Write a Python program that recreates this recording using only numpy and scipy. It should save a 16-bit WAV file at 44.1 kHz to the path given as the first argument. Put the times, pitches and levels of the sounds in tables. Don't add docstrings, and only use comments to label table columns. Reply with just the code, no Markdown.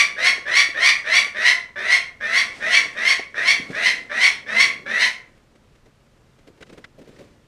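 import sys
import numpy as np
from scipy import signal
from scipy.fft import rfft, irfft, next_fast_len
from scipy.io import wavfile
from scipy.ndimage import uniform_filter1d, minimum_filter1d, map_coordinates

SR = 44100
rng = np.random.default_rng(int(sys.argv[2]) if len(sys.argv) > 2 else 0)


def file_out(sig):
    cols = np.atleast_2d(sig).T
    lim = np.clip(cols, -1, 1)
    pcm = np.round(lim * 32767).astype(np.int16)
    wavfile.write(sys.argv[1], SR, pcm)


def gain_from_decibels(decibels):
    exponent = np.asarray(decibels, float) / 20
    return 10 ** exponent


N = 329426


def unit(x):
    return x / np.sqrt(np.mean(x ** 2) + 1e-20)


def noise(count):
    return rng.standard_normal(count)


def along(points, hz):
    f, v = np.transpose(points)
    return np.interp(np.log(hz + 1), np.log(f + 1), v)


def wobble(count, knots_per_s):
    return map_coordinates(noise(SR // 2), [np.arange(count) * knots_per_s / SR])


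def coloured(x, spectrum):
    size = next_fast_len(len(x) + SR // 8)
    gain = gain_from_decibels(along(spectrum, np.fft.rfftfreq(size, 1 / SR)))
    return irfft(rfft(x, size) * gain, size)[:len(x)]


# frequency in Hz, density in dB per Hz.
AIR_TONE = [(12, -44), (20, -4), (64, -10.5), (85, -8), (147, -9.5), (189, -15.5), (236, -14), (303, -26),
            (1030, -25.5), (7140, -40), (11400, -48), (13900, -53), (15100, -54)]


def air():
    level_db = -57 + 0.8 * wobble(N, 2.9)
    return gain_from_decibels(level_db) * unit(coloured(noise(N), AIR_TONE))


# frequency in Hz, level in dB.
RUB_TONE = [(50, -38.5), (120, -3), (250, 0), (550, -2), (900, -23), (1500, -44)]
# frequency in Hz, level in dB.
SCUFF_TONE = [(400, -9.5), (1000, -6.5), (2000, -5.5), (5000, -14), (9000, -21.5), (15000, -49)]
# centre in seconds, half length in seconds, rub in dB, cloth over the rub in dB.
GRIPS = [
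    (.1, 1, -56, -31),
    (2.7, 0.28, -51, 6),
    (3.74, 0.31, -47, -2),
    (4.699, 0.29, -48, -18),
    (5.302, .1, -71, -2),
    (6.75, 0.094, -63.5, -2),
    (7.183, 0.14, -58, -3.5),
]


def glove():
    rest_db, rest_cloth_db = -63, -70.5
    s, half_s, rub_db, cloth_db = np.transpose(GRIPS)[:, :, None]
    swell = np.exp(-((np.arange(N) / SR - s) / half_s) ** 2)
    rub = unit(coloured(noise(N), RUB_TONE) * gain_from_decibels(0.91 * wobble(N, 21)))
    hiss = unit(coloured(noise(N), SCUFF_TONE) * gain_from_decibels(1.6 * wobble(N, 90)))
    pressed = gain_from_decibels(rest_db) + np.sum(gain_from_decibels(rub_db) * swell, axis=0)
    dragged = gain_from_decibels(rest_cloth_db) + np.sum(gain_from_decibels(rub_db + cloth_db) * swell, axis=0)
    return pressed * rub + dragged * hiss


# frequency in Hz, level in dB.
PLATE_TONE = [(900, -18), (1500, -5), (2050, 1), (2700, -12), (3700, -15), (6000, -31), (15000, -57)]
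# time in seconds, peak in dB, low rub in dB.
SCUFFS = [(3.708, -29, -47), (3.714, -34, -38), (5.3756, -53, -53), (5.5546, -49, -57), (5.636, -56, -64),
          (5.754, -49.5, -59.5), (5.8601, -46.5, -48), (6.3884, -48.5, -56), (6.4742, -41.5, -43.5),
          (6.4819, -50.5, -47), (6.576, -50, -55), (6.6099, -38, -41), (6.6272, -27, -53),
          (6.6678, -46, -56), (6.6962, -39, -47), (6.716, -57, -49), (6.7288, -38, -43.5),
          (6.7787, -37, -40.5), (6.8451, -25.5, -51), (6.984, -48, -41), (6.992, -44.5, -49),
          (7.016, -43, -42), (7.0564, -49, -57), (7.0768, -45, -42.5), (7.09, -47, -48), (7.1618, -44, -54),
          (7.1911, -39, -43.5), (7.2082, -43, -40), (7.2426, -50, -50)]


def door_scuffs():
    scuff_s, hard_s, hard_db = 0.015, 0.0097, -30.5
    out, t = np.zeros(N + SR), np.arange(SR // 8) / SR
    for s, db, rub_db in SCUFFS:
        u = t / (hard_s if db > hard_db else scuff_s)
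        grit = noise(len(t)) * gain_from_decibels(0.99 * wobble(len(t), 500))
        ring_db = np.clip(2 * (db - hard_db), -30, 12)
        ring = gain_from_decibels(ring_db) * unit(coloured(grit, PLATE_TONE))
        click = unit(unit(coloured(grit, SCUFF_TONE)) + ring)
        click *= (u * 1.68 * np.exp(1 - u * 1.87)) ** 2
        rub = unit(coloured(noise(len(t)), RUB_TONE)) * u * 1.9 * np.exp(1 - u * 1.62)
        out[round((s - 0.005) * SR):][:len(t)] += gain_from_decibels(db - 9) * click + gain_from_decibels(rub_db - 3) * rub
    return out[:N]


# multiple of the thud's pitch, level in dB.
THUD_TONE = [(.15, -60), (.5, 0), (1, 5), (2, 5), (4, -31), (12, -80)]
# time in seconds, peak in dB, pitch in Hz.
THUDS = [
    (0.381, -36.5, 347),
    (0.69, -39, 288),
    (1.266, -38, 410),
    (2.857, -31.5, 305),
    (3.194, -29.5, 400),
    (3.598, -31.5, 157),
    (3.702, -25.5, 265),
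]


def door_thuds():
    t60_s, rise_s = 0.05, 0.0018
    out, t = np.zeros(N + SR), np.arange(SR // 8) / SR
    for s, db, hz in THUDS:
        body = unit(coloured(noise(len(t)), [(hz * k, level) for k, level in THUD_TONE]))
        body = 1.7 * body + 0.8 * np.sin(2 * np.pi * hz * t)
        decay = gain_from_decibels(db - 1 - 60 * t / t60_s) * (1 - np.exp(-t / rise_s))
        out[round((s - 0.002) * SR):][:len(t)] += decay * body
    return out[:N]


# frequency in Hz, T60 in seconds.
WALLS_T60 = [(150, 0.84), (1000, 0.42), (4000, 0.29), (12000, 0.3)]
# delay in seconds, level in dB.
NEAR_BOARDS = [(.0052, 0.5), (.0083, -4), (.0121, 1.5), (.0168, -3), (.0217, -13.5), (.0279, -4.5)]


def walls(x):
    direct_db = -0.5
    hz, t, z = signal.stft(noise(SR // 2), SR, nperseg=256)
    decay = gain_from_decibels(-60 * t / along(WALLS_T60, hz)[:, None])
    tail = signal.istft(z * decay, SR, nperseg=256)[1]
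    tail *= np.clip((np.arange(len(tail)) / SR - 0.004) / 0.0078, 0, 1)
    tail /= np.linalg.norm(tail)
    tail[0] = gain_from_decibels(direct_db)
    for delay_s, db in NEAR_BOARDS:
        tail[round(delay_s * SR)] += gain_from_decibels(db - 8) * rng.choice([-1, 1])
    return signal.fftconvolve(x, tail)


def syrinx(hz, jitter, shimmer_db, rough):
    phase = 2 * np.pi * np.cumsum(hz * (1 + jitter * wobble(len(hz), 258.87))) / SR
    k = np.arange(1, 33)[:, None]
    harmonics = np.cos(k * phase + 0.12 * k ** 2) * (k * hz < 15500)
    pulses = unit(np.sum(harmonics * np.sqrt(hz), axis=0))
    puffs = unit((1 + 0.37 * np.cos(phase)) * noise(len(hz)))
    share = np.clip(rough, 0, 1)
    voice = np.sqrt(1 - share) * pulses + np.sqrt(share) * puffs
    return voice * gain_from_decibels(shimmer_db * wobble(len(hz), 220))


def throat(x, spectrum, stretch, bright_db, thin_db):
    hz, t, z = signal.stft(x, SR, nperseg=256, noverlap=192)
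    hz = hz[:, None]
    at = np.clip(t * SR, 0, len(x) - 1).astype(int)
    db = along(spectrum, hz / stretch[at])
    db += bright_db[at] * np.clip(np.log2(hz / 2000 + 0.0081), 0, 1.2)
    db += thin_db[at] * (hz < 950)
    return unit(signal.istft(z * gain_from_decibels(db), SR, nperseg=256, noverlap=192)[1][:len(x)])


# frequency in Hz, level in dB.
SHUT_BEAK = [(230, -22), (350, -26.5), (540, -10), (900, -22.5), (1300, -19), (1580, -8), (1830, -1),
             (2100, -8), (2450, -10.5), (3000, -24), (3750, -12.5), (4700, -28), (5800, -21), (15000, -61)]


def rasp(t, rise, length, level_db, slack_db):
    effort = np.clip(t / rise, 0, 1)
    after = np.clip((t - rise) / (length - rise), 0, 1)
    slap = np.cos(2 * np.pi * np.cumsum(222 + 9 * wobble(len(t), 40)) / SR)
    hz = 577.9 + 149.94 * effort ** 1.2 - 58.6 * after
    hz -= 24.9 * np.exp(-t / 0.015)
    hz *= 1 + 0.022 * wobble(len(t), 45)
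    voice = syrinx(hz, jitter=0.023, shimmer_db=2.5, rough=0.36) * (1 + 0.6 * slap)
    voice += gain_from_decibels(slack_db - 9 * effort ** 3) * slap
    bright_db = 7 * effort ** 8.4 - 5 - 5.5 * np.exp(-t / 0.012)
    thin_db = -8.5 * effort ** 2
    voice = throat(voice, SHUT_BEAK, 0.92 + 0.17 * effort, bright_db, thin_db)
    full_db = 4 + 24 * rise
    swell_db = np.interp(t, [0, 0.002, 0.03, rise, length, length + 0.012],
                         [-30, -5, 3, full_db, full_db - 6.5, -42])
    return gain_from_decibels(level_db + swell_db) * voice


# frequency in Hz, level in dB.
OPEN_BEAK = [(300, -37), (650, -39.5), (880, -18.5), (1100, -15), (1330, -20.5), (1600, -16), (1950, 8),
             (2250, -1.5), (2750, -4.5), (3300, -10), (4400, -8.5), (5100, -16), (5800, -13),
             (15000, -57.5)]


def scream(t, rise, length, level_db, pitch_hz):
    clear_hz = 1110
    hz = pitch_hz * np.interp(t, [rise - 0.04, rise + 0.01, length - 0.025, length + 0.0069],
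                              [0.85, 0.97, 1.025, 0.83])
    rough = 0.32 + 0.0025 * max(clear_hz - pitch_hz, 0)
    voice = syrinx(hz, jitter=0.02, shimmer_db=2.6, rough=rough)
    voice = throat(voice, OPEN_BEAK, (hz / 1110) ** 0.5, 0 * t, 0 * t)
    swell_db = np.interp(t, [rise - 0.07, rise - 0.035, rise + 0.018, length - 0.015, length + 0.006],
                         [-43.5, -15.5, 1.5, -2, -44])
    return gain_from_decibels(level_db + swell_db) * voice


# frequency in Hz, level in dB.
SKULL_TONE = [(100, -34.5), (200, -3.5), (6000, -2.5), (7000, -10), (8200, -0.5), (10800, 4), (12800, -3.5),
              (15500, -3)]
# start in seconds, break in seconds, scream in dB, scream pitch in Hz.
CACKLE = [(-.15, -0.038, -9, 1153), (0.166, 0.245, -12.5, 1081), (0.457, 0.559, -9, 1152),
          (0.747, 0.841, -8.5, 1163), (1.045, 1.142, -9.5, 1156), (1.348, 1.456, -10.5, 1034),
          (1.76, 1.91, -14, 1079), (2.206, 2.356, -13, 1102), (2.602, 2.729, -10.5, 1128),
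          (2.953, 3.068, -11.5, 1104), (3.344, 3.474, -12, 1123), (3.728, 3.848, -14.5, 1044),
          (4.098, 4.22, -11, 1108), (4.465, 4.59, -10.5, 1114), (4.859, 5.009, -14, 1041)]


def falcon():
    early_s, scream_s = 0.004, 0.063
    fresh_db, tired_db, tires_s, tiring_s = -20.5, -10.5, 3.0, 0.4
    lead = SR // 4
    out = np.zeros(N + lead + SR)
    for start, snap, scream_db, hz in CACKLE:
        rise = snap - start
        slack_db = fresh_db + (tired_db - fresh_db) / (1 + np.exp((tires_s - start) / tiring_s))
        rasp_db = -27 - 49.5 * (rise - 0.12)
        rise += early_s
        length = rise + scream_s
        t = np.arange(round((length + 0.03) * SR)) / SR
        cry = rasp(t, rise, length, rasp_db, slack_db) + scream(t, rise, length, scream_db, hz)
        cry = walls(cry)
        out[lead + round((start - early_s) * SR):][:len(cry)] += cry
    return coloured(out, SKULL_TONE)[lead:lead + N]


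def scene():
    return (air() + glove() + door_scuffs() + door_thuds() + falcon())[None]


def top_cut(x):
    return signal.sosfilt(signal.butter(12, 15240, fs=SR, output="sos"), x)


# frequency in Hz, level in dB.
INPUT_BAND = [(20, 0), (15100, 0), (15300, -60)]


def record(dry):
    ceiling, hold = 0.84, round(0.004 * SR)
    gain = ceiling / np.maximum(np.abs(dry[0]), ceiling)
    gain = uniform_filter1d(minimum_filter1d(gain, size=2 * hold), size=hold)
    mix = coloured(dry[0] * gain, INPUT_BAND)[None]
    return top_cut(mix)


dry = scene()
out = record(dry)
file_out(out)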